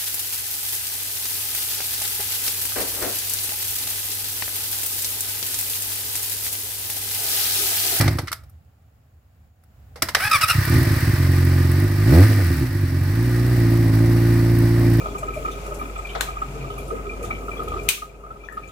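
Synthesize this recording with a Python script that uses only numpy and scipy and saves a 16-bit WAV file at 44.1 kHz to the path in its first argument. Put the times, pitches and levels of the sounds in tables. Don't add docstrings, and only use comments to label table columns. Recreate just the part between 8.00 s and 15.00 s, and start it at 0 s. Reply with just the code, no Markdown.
import sys
import numpy as np
from scipy import signal
from scipy.fft import rfft, irfft, next_fast_len
from scipy.io import wavfile
from scipy.ndimage import map_coordinates

SR = 44100
rng = np.random.default_rng(int(sys.argv[2]) if len(sys.argv) > 2 else 0)


def pcm_store(signal):
    levels = np.round(np.clip(np.atleast_2d(signal), -1, 1) * 32767)
    wavfile.write(sys.argv[1], SR, levels.astype(np.int16).T)


def gain_from_db(level_db):
    decades = np.asarray(level_db, float) / 20
    return 10 ** decades


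N = 308700
STAND_S, CRANK_S = 2.025, 2.19


def unit(x):
    return x / np.sqrt(np.mean(x ** 2) + 1e-20)


def along(points, hz):
    f, v = np.transpose(points)
    return np.interp(np.log(hz + 1), np.log(f + 1), v)


def curves(rows):
    s, *cols = np.transpose(rows)
    return [np.interp(np.arange(N) / SR, s, c) for c in cols]


def sounding(rows, fade):
    t = np.arange(N) / SR
    return np.clip(np.minimum(t - rows[0][0], rows[-1][0] - t) / fade + 1, 0, 1)


def wobble(rate):
    knots = rng.standard_normal(int(N * rate / SR) + 4)
    return map_coordinates(knots, [np.arange(N) * rate / SR])


def filtered(x, response):
    m = 2 * next_fast_len(N // 2 + SR // 4)
    return irfft(rfft(x, m) * response(np.fft.rfftfreq(m, 1 / SR)), m)[..., :N]


def causal(gain):
    c = irfft(np.log(gain + 1e-5))
    c[1:len(c) // 2] *= 2
    c[len(c) // 2 + 1:] = 0
    return np.exp(rfft(c))


def noise(spectrum, gate=1):
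    return unit(filtered(gate * rng.standard_normal((2, N)), lambda hz: gain_from_db(along(spectrum, hz))))


def resonances(modes):
    return lambda f: sum(gain_from_db(db) * 1j * f * w / (c * c - f * f + 1j * f * w) for c, w, db in modes)


def driven(law, throttle_db):
    return law[0] + law[1] * throttle_db


# (time [s], firing rate [1/s])
FIRING_RATE = [(3.2, 45.2), (3.71, 45), (3.83, 51.2), (3.95, 48.7), (4.06, 52), (4.15, 80), (4.25, 109),
               (4.36, 99.7), (4.65, 64), (4.71, 49.5), (4.89, 44.5), (5.03, 45), (5.23, 59), (5.52, 59),
               (5.8, 56.8), (5.94, 54.3), (6.08, 57.1), (7.0, 57.2)]


def firings(throttle_db, since_clutch):
    rate = curves(FIRING_RATE)[0] * (1 + .008 * wobble(8))
    rate = rate * (1 + .02 * np.clip(-throttle_db / 3, 0, 1) * wobble(22))
    period_s, depth, dies_s = .25, .022, .7
    hunting = np.exp(-np.abs(since_clutch) / dies_s) * np.cos(2 * np.pi * since_clutch / period_s)
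    rate = rate * (1 + depth * (since_clutch > -period_s / 4) * hunting)
    fires = np.arange(N) > FIRING_RATE[0][0] * SR
    return rate, np.flatnonzero(np.diff(np.floor(np.cumsum(rate * fires) / SR)))


# (time [s], extra bark [dB])
AFTERFIRES = [
    (2.79, 5),
    (3.84, 3),
    (4.32, 5),
    (4.4, 7),
    (4.5, 3),
    (4.62, 6.5),
    (4.75, 7),
    (4.83, 6),
    (4.94, 5),
]


def afterfire():
    half_length_s = .022
    t = np.arange(N) / SR
    return sum(np.exp(-((t - s) / half_length_s) ** 2) * db for s, db in AFTERFIRES)


# (time [s], throttle over idle [dB])
THROTTLE = [(2.57, -8.5), (2.731, 4), (2.85, 1), (3.2, -1), (3.8, -0.5), (3.89, -2), (4.049, -0.5),
            (4.13, 8), (4.2, 7.5), (4.279, -1.5), (4.45, -4), (4.6, -4.5), (4.7, -6.5), (4.9, -6),
            (5.1, -3), (5.32, -2), (5.6, 0.5), (7.0, 0.5)]
# (time [s], peak level [dB])
STALL_PUFFS = [(0.0, -8.5), (0.018, -10.5), (0.04, -13.5), (0.058, -8.5), (0.079, -8.5), (0.107, -13.5),
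               (0.126, -16), (0.152, -15), (0.188, -18.5), (0.23, -20.5), (0.308, -36)]
# (time [s], peak level [dB])
CATCH_PUFFS = [(2.551, -10.5), (2.581, -5.5), (2.612, -14), (2.643, -20), (2.674, -12.5), (2.7, -8),
               (2.723, -8), (2.741, -9.5), (2.757, -5), (2.779, -8), (2.796, -15), (2.812, -7.5),
               (2.827, -12.5), (2.85, -17), (2.868, -8), (2.887, -17), (2.906, -7.5), (2.927, -10),
               (2.965, -10), (3.002, -20), (3.025, -9), (3.047, -16), (3.073, -7.5), (3.092, -8),
               (3.116, -27.5), (3.133, -7), (3.156, -24), (3.178, -12), (3.199, -8)]


def puff_trains():
    boom, second, bark = (34.8, .8), (37.5, 1), (35.14, 1.08)
    rasp, branch = (-4, 2.5), (-29, .9)
    uneven_db = 1.15
    throttle_db, = curves(THROTTLE)
    since_clutch = np.arange(N) / SR - 5.28
    rate, at = firings(throttle_db, since_clutch)
    rolling = since_clutch[at] > -.125
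    luck = rng.standard_normal((len(at), 3))
    scatter_db = np.clip(uneven_db - .18 * throttle_db[at], .7, 2.3)
    scatter_db[rolling] = .6

    size_db = np.resize([-0.93, 0.29, -2.4, 0.58], len(at)) + scatter_db * luck[:, 0]
    size_db -= 10 * np.log10(rate[at] / 50)
    levels_db = np.array([driven(law, throttle_db[at]) for law in (boom, second, bark, rasp, branch)])
    levels_db[2:4] += [[1.3], [1.5]] * scatter_db * luck[:, 1:].T
    levels_db[3] += 12 * np.log2(rate[at] / 50) + 8.5 * rolling
    flare_db = afterfire()
    levels_db[3] += 1.3 * flare_db[at] * rate[at] / 50
    hush_db = 4 * np.clip(3 * (scatter_db - uneven_db), 0, 1)
    levels_db += [[0.28], [0.28], [1], [1], [1]] * (flare_db[at] - hush_db)

    puffs = np.zeros((5, N + SR))
    puffs[:3, round(STAND_S * SR)] = gain_from_db([16, 14, 26.5])
    jitter = (14 * scatter_db ** 2 * luck[:, 2]).astype(int) // 2
    puffs[:, at + jitter] = gain_from_db(size_db + levels_db)
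    puffs[4] *= np.cos(np.pi * np.cumsum(puffs[4] > 0))

    for s, db in STALL_PUFFS + CATCH_PUFFS:
        i = max(round(s * SR), 0)
        bark_db = 32.5 + 0.8 * (db + 8.5)
        bark_db += (s > CRANK_S) * 0.93 * throttle_db[i] + flare_db[i]
        puffs[:3, i] = gain_from_db([db + 42.5, db + 47.0, bark_db])
    for s, length, *_ in CRANKS:
        puffs[:2, round((s + length / 2) * SR)] = gain_from_db(21)
    return puffs[:, :N]


# (frequency [Hz], gain [dB])
PIPE = [(15, -95.5), (46, -9.5), (90, 5), (115, 2), (137, 0.5), (170, -6.5), (197, -27.5), (228, -15.5),
        (275, -3), (312, -14.5), (345, -3), (375, -13), (410, -39.5), (600, -67.5)]
# (frequency [Hz], gain [dB])
THROAT = [(330, -48), (430, 2.5), (520, -1.5), (700, -3.5), (900, -14), (1200, -16), (2000, -46.5)]
# (frequency [Hz], width [Hz], level [dB])
HEADER = (261, 4.9, 31.87)


def exhaust():
    def paths(hz):
        under, low = (1 / (1 + (hz / edge) ** 12) for edge in (126, 200))
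        far_end = 1 + 0.25 * np.exp(-2j * np.pi * hz * 0.00968)
        pipe = causal(gain_from_db(along(PIPE, hz))) * far_end
        throat = causal(gain_from_db(along(THROAT, hz)))
        branch = resonances([HEADER])(hz) ** 2
        return np.array([pipe * under, pipe * (low - under), pipe * (1 - low), throat, branch])
    return -filtered(puff_trains(), paths).sum(0)


# (frequency [Hz], density [dB per Hz])
INTAKE = [(240, -1), (410, -9), (602, -4), (740, -10), (834, -7.5), (940, -11.5), (1100, -9.5), (1430, -30),
          (2420, -120)]
# (frequency [Hz], density [dB per Hz])
CASING = [(530, -37.5), (900, -10.5), (1220, -7), (1360, -8), (1480, -3), (1800, -2), (3270, -16.5),
          (4380, -11.5), (5520, -15), (6700, -16), (8980, -16.5), (10600, -17.5), (13700, -15),
          (15900, -16.5), (16500, -45.5)]
# (frequency [Hz], width [Hz], level [dB])
COVERS = [(1215, 41, 3), (1470, 58, -14.5), (1914, 180, -2.5), (2333, 19, 2)]
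# (frequency [Hz], density [dB per Hz])
TAPPETS = [(3000, -61), (7500, -23.5), (9000, 0), (11000, -10.5), (13500, 0), (16000, -7)]


def parts():
    t, lit = np.arange(N) / SR, THROTTLE[0][0]
    rate, throttle_db = curves(FIRING_RATE)[0], curves(THROTTLE)[0]
    turn = 2 * np.pi * np.cumsum(rate) / SR
    roar = noise(INTAKE, gain_from_db(1.5 * np.cos(turn) + 0.74 * wobble(30)))
    clatter = noise(CASING, gain_from_db(0.76 * np.cos(turn) + 0.81 * wobble(60)))
    clatter = clatter + .9 * filtered(clatter, resonances(COVERS))
    tick_gate = np.exp(2.3 * np.cos(turn) + .8 * np.cos(turn / 2)) * gain_from_db(3.5 * wobble(40))
    gear = clatter + gain_from_db(-11.5) * noise(TAPPETS, tick_gate)

    coast = gain_from_db(-25 - 102.5 * t)
    coast = coast + (t > STAND_S) * gain_from_db(-38.5 - 88.5 * np.abs(t - STAND_S))
    running = sounding(THROTTLE, 0.044)
    cranked = sounding([(CRANK_S,), (lit - .03,)], 0.035) * gain_from_db(-31)
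    settle_db = 11 * np.exp(-np.abs(t - lit) / 1)
    rattle_db = driven((-37.5, 0.38), throttle_db) + 5 * np.log2(rate / 50) + settle_db
    breath = coast + gain_from_db(-15.5) * cranked + running * gain_from_db(driven((-35, 0.86), throttle_db))
    return breath * roar + (coast + cranked + running * gain_from_db(rattle_db)) * gear


# (start [s], length [s], level [dB], tooth rate [Hz], its first change [Hz/s])
CRANKS = [
    (2.199, .102, -21, 618.3, 6301.5),
    (2.31, .074, -17, 1266, -150),
    (2.41, .047, -15.5, 1399, -2300),
    (2.48, .052, -15.5, 1449, -2400),
]
# (frequency [Hz], width [Hz], level [dB])
HOUSING = [(1305, 41, 10), (1606, 230, 5.5), (2324, 680, 2.5), (3700, 610, -6), (5060, 520, -1.5),
           (9400, 3000, 0)]
# (frequency [Hz], density [dB per Hz])
CRACK = [(180, -8), (300, -27), (820, -9.5), (1400, -3), (2100, 1), (2610, -10.5), (5020, -5), (7380, -6),
         (14200, -4.5), (16500, -30.5)]


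def starter():
    swell_db, full_at, let_go_at = 6.5, 0.49, .8
    bite_s, throb_s = 0.0058, .018
    t = np.arange(N) / SR
    teeth_hz, load, bite = np.full(N, 600.), np.zeros(N), np.zeros(N)
    for s, length, db, hz, change in CRANKS:
        u = (t - s) / length
        since = np.clip(t - s, 0, 1.15 * length)
        slowed_hz = hz + change * since - 45000 * since ** 2
        teeth_hz = np.where(u > -.2, slowed_hz, teeth_hz)
        shape_db = np.interp(u, [-.1, .1, full_at, let_go_at, let_go_at + .09, 1.25],
                             [-40, -swell_db, 0, -1.5, -13, -30], left=-120, right=-120)
        throb_db = 0.5 * np.cos(2 * np.pi * (t - s) / throb_s)
        load = load + gain_from_db(db + shape_db - throb_db)
        bite = bite + gain_from_db(db - 2.5) * (u > 0) * np.exp(-((t - s - bite_s) / bite_s) ** 2)
    mesh = 2 * np.pi * np.cumsum(teeth_hz * (1 + .04 * wobble(300))) / SR
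    knocks = np.exp(16 * np.cos(mesh)) * gain_from_db(2 * np.cos(mesh / 2) + 3.2 * wobble(160))
    rough = .42 * rng.standard_normal((2, N)) * gain_from_db(3 * wobble(200))
    whine = unit(filtered(unit(knocks) * [[1], [.1]] + rough, resonances(HOUSING)))
    rasp = noise(CRACK, gain_from_db(2.5 * wobble(120) + 4 * np.cos(mesh)))
    return (load + 0.3 * bite) * whine + (gain_from_db(-13.5) * load + gain_from_db(-6.5) * bite) * rasp


# (time [s], peak level [dB], decay T60 [s], thud [dB], brightness [dB])
CLACKS = [(.009, -9, 0.058, -2.5, -8.5), (0.078, -12, 0.051, -1, -19.5), (0.1853, -16.5, 0.066, 5.5, -14.5),
          (.272, -28, 0.048, -24, -15.5), (.280, -21, 0.049, -31, -26), (.3165, -19.5, 0.038, -35, -7),
          (0.3273, -13, .036, -17.5, -7.5), (.435, -45, 0.054, 9, -7), (.496, -43.5, 0.032, -27, 14),
          (0.647, -61, 0.027, -20.5, 1), (.82, -64, .03, -20.5, 3), (1.637, -48.5, 0.028, -12, 3),
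          (1.9577, -32.5, 0.14, 9.5, -17), (2.021, -5.5, 0.047, -21, -9.5),
          (2.086, -16.5, 0.067, -4.5, -14.5), (2.148, -2, .046, -14.5, -20), (2.167, -15, 0.046, 11, -18)]
# (frequency [Hz], level [dB], decay T60 [s])
FRAME = [(663, -15.5, 5.0), (1225, -10.5, 0.087), (1319, 6.5, 0.029), (1670, -20.5, 0.04),
         (2670, -20, 0.11), (4000, -30.5, 0.23), (5100, -28, 0.3), (6062, -29.5, 0.17), (6600, -30, 0.12),
         (8650, -22, 0.26)]


def clacks():
    out, t = np.zeros((2, N + SR)), np.arange(12000) / SR
    hz = np.fft.rfftfreq(len(t), 1 / SR)
    rise_s = 1.1e-3
    for s, db, t60, thud_db, bright_db in CLACKS:
        ring = sum(gain_from_db(level + rng.normal(0, 5.4) - 60 * t / life) * np.sin(2 * np.pi * f * t)
                   for f, level, life in FRAME)
        tilt = [(200, thud_db - 2), (500, thud_db + 19), (1500, 0.013), (4000, 0.0049), (13000, bright_db + 5)]
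        colour_db = along(CRACK, hz) + along(tilt, hz)
        burst = unit(irfft(rfft(rng.standard_normal((2, len(t)))) * gain_from_db(colour_db)))
        fall = gain_from_db(-60 * t / np.clip(t60, .01, .15)) * (1 - np.exp(-t / rise_s))
        hit = burst * fall + [[.4], [.1]] * ring * fall ** .5
        out[:, round(s * SR):][:, :len(t)] += gain_from_db(db - 3.03) * hit
    return out[:, :N]


# (frequency [Hz], decay T60 [s])
YARD = [(150, 0.36), (1500, 0.24), (10000, 0.17)]


def yard(x):
    hz, t, z = signal.stft(rng.standard_normal((2, SR // 2)), SR, nperseg=256)
    tail = signal.istft(z * gain_from_db(-60 * t / along(YARD, hz)[:, None]), SR, nperseg=256)[1]
    tail = tail / np.linalg.norm(tail[0])
    return signal.fftconvolve(np.pad(x, (500, 0))[None], tail, axes=1)[:, :N]


# (time [s], hum level [dB])
TRAFFIC = [
    (0.35, -43),
    (0.64, -52.5),
    (1.2, -56.5),
    (1.45, -50.5),
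    (1.52, -57.5),
    (1.8, -43.5),
    (1.95, -42.5),
]
# (frequency [Hz], density [dB per Hz])
HUM = [(12, -80), (20, -48.5), (59, -8.5), (76, -3.5), (118, -12), (145, -16.5), (193, -29), (300, -37.5),
       (390, -68), (660, -120)]
# (frequency [Hz], density [dB per Hz])
HISS = [(120, -27), (200, 0.5), (379, -11), (431, -8.5), (455, -9), (772, -5.5), (910, -14), (1310, -13),
        (5860, -30), (6780, -21), (8750, -31.5), (15700, -22)]
# (frequency [Hz], level [dB])
INSECT = [(6912, -97)]


def street():
    hum_db, = curves(TRAFFIC)
    (hz, db), = INSECT
    whine = gain_from_db(db + 17.5 + 1.5 * wobble(15)) * np.sin(2 * np.pi * hz * np.arange(N) / SR)
    lumps = gain_from_db(1.5 * wobble(12) + 1.5 * wobble(5))
    hum = lumps * gain_from_db(hum_db) * noise(HUM)
    hiss = gain_from_db(-64 + .55 * (hum_db + 52) + .8 * wobble(2.6)) * noise(HISS)
    return whine + hum + hiss


# (frequency [Hz], coherence [0-1])
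ALIKE_NEAR = [(100, .995), (340, .95), (520, .88), (700, .77), (1050, .58), (2050, .58), (2600, .25),
              (4800, .3), (8000, .15)]
# (frequency [Hz], coherence [0-1])
ALIKE_FAR = [(100, .98), (340, .89), (520, .54), (700, .4), (1000, .1), (8000, .05)]
# (frequency [Hz], left over right [dB])
LEAN = [(30, -1.4), (170, -1), (500, -.3), (1030, -2), (1400, -3.5), (1750, 0), (2100, 2), (2850, 6.5),
        (3600, 0), (4800, -10), (5500, -12), (6400, -5), (8300, 5), (9500, .5)]
# (frequency [Hz], lead of the left [rad])
LEAD = [(60, 0), (170, -.2), (340, -.45), (520, -.65), (1030, -.7), (1400, -.4), (2000, -.2), (5000, .2)]


def ports(pair, alike):
    def blend(hz):
        angle = np.arccos(along(alike, hz)) / 2
        return np.array([np.cos(angle), np.sin(angle)])

    def tilts(hz):
        tilt = gain_from_db(along(LEAN, hz) / 2) * np.exp(.5j * along(LEAD, hz))
        return np.array([tilt, 1 / tilt])
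    mid, side = filtered(pair, blend)
    return filtered(np.array([mid + side, mid - side]), tilts)


def scene():
    metal = starter() + clacks()
    echo = gain_from_db(-15) * yard(metal[0])
    near = exhaust() * [[1], [0]] + metal + parts() + echo
    return ports(near, ALIKE_NEAR) + ports(street(), ALIKE_FAR)


def low_pass(x):
    return signal.sosfilt(signal.butter(12, 16790, fs=SR, output="sos"), x)


def record(dry):
    soft = dry / (1 + np.abs(dry / .97) ** 6) ** (1 / 6)

    def response(hz):
        dip_db = -5 * np.exp(-((hz - 6700) / 700) ** 2)
        return gain_from_db(dip_db - 38 * (hz > 15820))
    return low_pass(filtered(soft, response))


dry = scene()
out = record(dry)
pcm_store(out)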